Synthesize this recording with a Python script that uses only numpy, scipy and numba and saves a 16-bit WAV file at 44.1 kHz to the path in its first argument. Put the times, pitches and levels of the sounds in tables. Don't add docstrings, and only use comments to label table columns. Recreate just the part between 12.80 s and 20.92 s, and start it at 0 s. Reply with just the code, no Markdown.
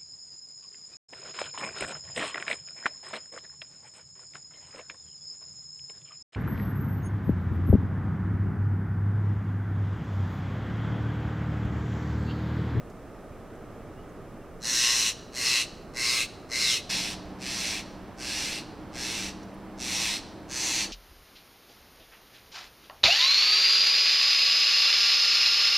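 import sys
import numpy as np
from scipy import signal
from scipy.fft import rfft, irfft, next_fast_len
from scipy.io import wavfile
from scipy.ndimage import uniform_filter1d
from numba import njit

SR = 44100
rng = np.random.default_rng(int(sys.argv[2]) if len(sys.argv) > 2 else 0)


def digitize_waveform(pressure):
    field = np.atleast_2d(pressure).T
    bounded = np.clip(field, -1, 1)
    quanta = np.round(bounded * 32767).astype(np.int16)
    wavfile.write(sys.argv[1], SR, quanta)


N = 358091
T = np.arange(N) / SR
SCENE_CHANGE_S = 4.092
LEFT_RIGHT = np.array([[1], [-1]])


def undb(db):
    return 10 ** (np.asarray(db) / 20)


def level(x, db):
    return x * undb(db) / np.sqrt(np.mean(x ** 2))


def colour(x, points):
    hz, db = np.transpose(points)
    size = next_fast_len(x.shape[-1])
    f = np.arange(size // 2 + 1) * SR / size + 1
    gain = undb(np.interp(np.log(f), np.log(hz), db))
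    return irfft(rfft(x, size) * gain, size)[..., :x.shape[-1]]


@njit
def svf(x, hz, width):
    y, b, l = np.empty(len(x)), 0., 0.
    for i in range(len(x)):
        g, k = np.tan(np.pi * hz[i] / SR), width / hz[i]
        v = (b + g * (x[i] - l)) / (1 + g * (g + k))
        b, l, y[i] = 2 * v - b, l + 2 * g * v, k * v
    return y


def ring(x, hz, width):
    hz = hz + np.zeros(len(x))
    once = svf(x, hz, 1. * width)
    return level(svf(once, hz, 2. * width), 0)


def walk(rate, count=N):
    hold = int(SR / rate)
    steps = np.repeat(rng.standard_normal(count // hold + 3), hold)
    smooth = uniform_filter1d(uniform_filter1d(steps, hold), hold)
    return 1.333 * smooth[hold:hold + count]


def jay():
    # start t/s, length t/s, level at the peak/dB, place of the peak (0-1), sag by the end level/dB,
    # flutter f/Hz, windpipe f/Hz, throat f/Hz, beak f/Hz, windpipe level/dB, gullet level/dB, beak level/dB
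    calls = [ (1.802, 0.53, -23.5, 0.52, -2, 120.2, 1867, 3980, 5580, -10, -2, 4),
             (2.517, 0.34, -25, 0.58, -1, 127.9, 1956, 4080, 5380, -8.5, -1.5, 1.5),
             (3.129, .338, -25, 0.73, -1.5, 122.4, 2091, 4000, 5170, -4.5, -3, 2),
             (3.683, 0.33, -24, 0.68, -5, 122.9, 2084, 3990, 5270, -4.5, -4.5, 2.5),
             (3.96, 0.41, -29, 0.14, -7, 118, 1696, 3940, 5460, -18, 3.5, 4.5),
             (4.58, .46, -31, 0.5, -7, 119.6, 1726, 4140, 5570, -20, 3.5, 3),
             (5.361, 0.47, -31.5, 0.5, -6, 118.7, 1678, 4220, 5590, -17, 2.5, 3),
             (6.115, .416, -32.5, 0.32, -6, 116.2, 1716, 4100, 5600, -15, 3, 3.5),
             (6.97, 0.44, -28.5, .58, -5, 114.3, 1780, 3990, 5660, -23, 1.5, 2.5),
             (7.674, 0.41, -28.5, 0.51, -2.5, 121.1, 1755, 4300, 6100, -18, 1.5, 3.5), ]
    out = np.zeros(N)
    for call in calls:
        i, sound = rasp(*call)
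        out[i:i + len(sound)] += sound
    return out


def rasp(start_s, length_s, peak_db, peak_at, sag_db, flutter_hz, pipe_hz, throat_hz, beak_hz,
         pipe_db, gullet_db, beak_db):
    # flutter f/Hz, throat f/Hz, beak f/Hz, windpipe level/dB, gullet level/dB, beak level/dB
    drift = ( ((10, 200, 50, 9.5, -1, 1), (-13, 22, -30, 1.5, 2, -.5)), ((-3, 150, 330, 2.5, -4.5, -1),
             (-10, 11, 260, -3, 2, -4.5)), )
    # windpipe f/Hz, gullet f/Hz, throat f/Hz, beak f/Hz
    ring_widths = ((220, 900, 900, 1200), (300, 480, 480, 1050))
    # f/Hz, level/dB per Hz
    log_colour = [(900, -31), (1500, -12), (2400, -34), (3450, -14), (4700, -40), (6400, -6), (7000, -15.5),
                  (8000, -9.5), (9000, -12.5), (16000, -31)]
    tree_colour = [(5000, -14.5), (6400, -28), (7200, -11.5), (8500, -9), (10500, -16), (16000, -30)]
    gullet_hz, chest_db = (2553, 2787), (-27, -18.5)
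    pipe_rise, pipe_rise_s = .13, .045
    wander, patchy_db = .012, 1.2

    in_log = int(start_s + length_s < SCENE_CHANGE_S)
    t = np.arange(int(start_s * SR), min(int((start_s + length_s) * SR), N)) / SR
    age = t - start_s
    thirds = start_s + length_s * np.array([1, 3, 5]) / 6
    middle = (flutter_hz, throat_hz, beak_hz, pipe_db, gullet_db, beak_db)
    flutter_hz, throat_hz, beak_hz, pipe_db, gullet_db, beak_db = (
        m + np.interp(t, thirds, (early, 0, late)) for m, early, late in zip(middle, *drift[in_log]))
    pipe_hz = pipe_hz * (1 - pipe_rise * np.exp(-age / pipe_rise_s))

    chance = rng.standard_normal((len(t) // 10, 3)).T
    uneven_flutter_hz = flutter_hz * (1 + .012 * walk(25, count=len(t)))
    stretch, size = np.clip(1 + .16 * chance[0], .4, 2), undb(1.5 * chance[1])
    snaps, phase = syrinx(pipe_hz / 2, uneven_flutter_hz, stretch, size, 1 + .008 * chance[2])
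    breath = level(rng.standard_normal(len(t)), -3)
    opening = level(np.diff(phase, prepend=phase[0]).clip(max=0), 0)
    source = flutter_gate(phase, age, in_log) * (breath - level(snaps, 0)) + undb(-14) * opening

    sound = 0
    centres, levels = (pipe_hz, gullet_hz[in_log], throat_hz, beak_hz), (pipe_db, gullet_db, 0, beak_db)
    for k, (hz, width, db) in enumerate(zip(centres, ring_widths[in_log], levels)):
        flicker = undb(db + patchy_db * walk(14.2, count=len(t)))
        moving_hz = hz * (1 + wander * walk(9.26, count=len(t)))
        sound = sound + (-1) ** k * flicker * ring(source, moving_hz, width)
    sound = sound + colour(level(source, 12.5), (tree_colour, log_colour)[in_log])
    chest = undb(chest_db[in_log] + 2 * patchy_db * walk(14, count=len(t)))
    sound = sound + chest * ring(opening, .58 * pipe_hz, 260)
    sound = sound + undb(pipe_db - 7) * ring(opening, .85 * pipe_hz, 650)
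    sound = sound + head_swing(source, t, in_log)

    edge = np.clip(np.minimum(t - t[0], t[-1] - t) / .003, 0, 1)
    heard = 1 if in_log else np.clip((t - SCENE_CHANGE_S) / 0.008, 0, 1)
    loudness = undb(peak_db + effort(age, length_s, peak_at, sag_db, in_log))
    return int(start_s * SR), -level(sound, 0) * loudness * edge * heard


@njit
def syrinx(snap_hz, flutter_hz, stretch, size, slip):
    snaps, phase = np.zeros(len(snap_hz) + 1), np.empty(len(snap_hz))
    p, q, k, c = 0., 0., 0, 0
    for i in range(len(snap_hz)):
        step = snap_hz[i] * stretch[k] / SR
        p += step
        q += flutter_hz[i] * slip[c] / SR
        if q >= 1:
            q, c, p = q - 1, c + 1, 1.
        if p >= 1:
            p, k = p - 1, k + 1
            snaps[i] += size[k] * p / step
            snaps[i + 1] += size[k] * (1 - p / step)
        phase[i] = q
    return snaps[:-1], phase


def flutter_gate(phase, age, in_log):
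    extra_gap_db, held_gap_db, open_share = 26, 2, .33
    fill_s = (.065, .048)[in_log]
    gap_db = held_gap_db + extra_gap_db * np.exp(-(age / fill_s) ** 2)
    return undb(-gap_db * np.clip((phase - open_share) / .15, 0, 1))


def head_swing(source, t, in_log):
    # t/s, f/Hz, level/dB
    swing = [(3.8, 4400, -9), (3.87, 3850, 0), (3.93, 3150, -1), (3.965, 2620, -1), (3.978, 2550, 5),
             (3.99, 2500, -6)]
    at, hz, db = np.transpose(swing)
    swing_db = np.interp(t, at, db, left=-99, right=-99) - 99 * (1 - in_log)
    return undb(swing_db) * ring(source, np.interp(t, at, hz), 120)


def effort(age, length_s, peak_at, sag_db, in_log):
    onset_db, attack_db = -36, -5.5
    attack_s = (0.053, 0.055)[in_log]
    release_s, release_db = .04, -20.5
    top_s = peak_at * length_s
    swell = attack_db * np.clip((top_s - age) / (top_s - attack_s), 0, 1) ** 2.0
    sag = sag_db * np.clip((age - top_s) / (length_s - release_s - top_s), 0, 1) ** 2.8
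    attack = (onset_db - attack_db) * np.clip(1 - age / attack_s, 0, 1) ** 1.75
    release = release_db * np.clip(1 - (length_s - age) / release_s, 0, 1)
    return swell + sag + attack + release


def near_echoes(x):
    # f/Hz, side minus mid level/dB
    near_width = [(1000, -56), (2500, -40), (4400, -17.5), (8000, -10), (15000, -14)]
    t = np.arange(1500) / SR
    mid, side = rng.standard_normal((2, len(t))) * np.exp(-t / 0.023)
    mid = mid * undb(-5.5) / np.sqrt(np.sum(mid ** 2))
    mid[0] = 1
    mid, side = (signal.fftconvolve(x, h / np.sqrt(np.sum(h ** 2)))[:N] for h in (mid, side))
    return mid + colour(side, near_width) * LEFT_RIGHT


def forest(x):
    decay_s = 0.76
    log_db, tree_db = -24, -20
    t = np.arange(SR) / SR
    tail = 0
    for hz, share in [(1500, 1.23), (3200, 0.8), (4500, 0.94), (6500, 0.7), (10000, 0.56)]:
        band = np.array([ring(rng.standard_normal(SR), hz, hz / 2) for _ in range(2)]) * np.sqrt(hz)
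        tail = tail + band * undb(-60 * t / (decay_s * share))
    tail = (tail[0] + undb(-19.5) * tail[1] * LEFT_RIGHT) * np.clip(t / 0.065, 0, 1)
    tail = tail / np.sqrt(np.sum(tail ** 2) / 2)
    at_log = T < SCENE_CHANGE_S
    log = undb(log_db) * signal.fftconvolve((x * at_log)[None], tail)[:, :N]
    tree = undb(tree_db) * signal.fftconvolve((x * ~at_log)[None], tail)[:, :N]
    return log * at_log + tree


def far_traffic():
    # f/Hz, level/dB per Hz
    log_rumble = [(12, -33), (20, 0), (48, -7), (167, -6), (193, -7), (424, -7.5), (539, -11), (593, -9.5),
                  (1000, -20.5), (1240, -16), (1370, -20.5), (6000, -47), (7800, -62), (13200, -120)]
    tree_rumble = [(12, -39), (20, -2.5), (159, -5), (198, -1.5), (239, -4.5), (304, -2), (456, -9),
                   (717, -9.5), (889, -11.5), (6000, -38.5), (7800, -73), (13200, -120)]
    # f/Hz, left minus right level/dB
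    ear_balance = [(40, -3), (110, -3.5), (250, -1), (450, .5), (1300, -2)]
    # f/Hz, side minus mid level/dB
    far_width = [(25, -34), (45, -26), (70, -19), (250, -14), (600, -16.5)]
    log_db, tree_db = -45, -43
    mid, side = rng.standard_normal((2, N))
    pair = mid + colour(side, far_width) * LEFT_RIGHT
    pair = np.array([colour(ear, [(hz, sign * db / 2) for hz, db in ear_balance])
                     for ear, sign in zip(pair, (1, -1))])
    log = level(colour(pair, log_rumble), log_db)
    tree = level(colour(pair, tree_rumble), tree_db)
    return np.where(T < SCENE_CHANGE_S, log, tree) * undb(.7 * walk(1.5))


def drone():
    # t/s, f/Hz, rms level/dB
    tone_paths = [
        [(4.1, 184.6, -49), (4.5, 186.8, -47), (5.3, 191.5, -53), (5.8, 193.3, -80), (6.45, 193.4, -45),
         (8.12, 200, -57)],
        [(4.1, 296, -52), (4.6, 300.9, -52.5), (8.12, 323.3, -51)],
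    ]
    out = 0
    for s, hz, db in map(np.transpose, tone_paths):
        wavering_hz = np.interp(T, s, hz) + 1.47 * walk(12)
        tone = np.sin(2 * np.pi * np.cumsum(wavering_hz) / SR)
        wavering_db = np.interp(T, s, db) + 0.72 * walk(5.4)
        out = out + np.sqrt(2) * tone * undb(wavering_db)
    return out * (T >= SCENE_CHANGE_S)


def small_sounds():
    # t/s, level before the decay/dB, f/Hz, ring width f/Hz
    twig_ticks = [(0.099, -59, 6470, 6000), (.752, -65, 7000, 2500), (6.63, -54, 5660, 1500),
                  (6.63, -65.5, 10300, 2500), (6.742, -62, 10500, 2545)]
    # t/s, length t/s, from f/Hz, halfway f/Hz, to f/Hz, peak level/dB
    bird_chirps = [(.31, .1, 5400, 5400, 5350, -73), (.5, 0.071, 2150, 2500, 2350, -67),
                   (.95, .1, 2200, 2600, 2650, -66), (1.12, 0.137, 2500, 2900, 2850, -64),
                   (1.28, .035, 6550, 6550, 6500, -67), (1.6, .04, 2850, 2750, 2650, -61),
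                   (1.65, .06, 2700, 2750, 2750, -81)]
    out, t = np.zeros(N), np.arange(600) / SR
    for s, db, hz, width in twig_ticks:
        tick = ring(rng.standard_normal(len(t)), hz, width) * np.exp(-t / 0.009)
        out[int(s * SR):][:len(t)] += undb(db) * tick
    for s, length, *hz, db in bird_chirps:
        count = int(length * SR)
        glide_hz = np.interp(np.linspace(0, 2, count), (0, 1, 2), hz)
        chirp = np.hanning(count) * np.sin(2 * np.pi * np.cumsum(glide_hz) / SR)
        out[int(s * SR):][:count] += undb(db) * chirp
    return out


def scene():
    bird = jay()
    pan_db = np.where(T < SCENE_CHANGE_S, 0.44, -0.4)
    pan = undb(pan_db * LEFT_RIGHT / 2)
    return pan * near_echoes(bird) + forest(bird) + far_traffic() + drone() + small_sounds()


def record(dry):
    # f/Hz, level/dB per Hz
    hiss_colour = [(2000, -71), (5000, 6.5), (8000, 7), (12000, 4), (16000, -1)]
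    hiss_db, top_hz = -67, 15800
    hiss = level(colour(rng.standard_normal(dry.shape), [(500, -46)] + hiss_colour), hiss_db)
    return signal.sosfilt(signal.ellip(14, .2, 80, top_hz, fs=SR, output="sos"), dry + hiss)


dry = scene()
out = record(dry)
digitize_waveform(out)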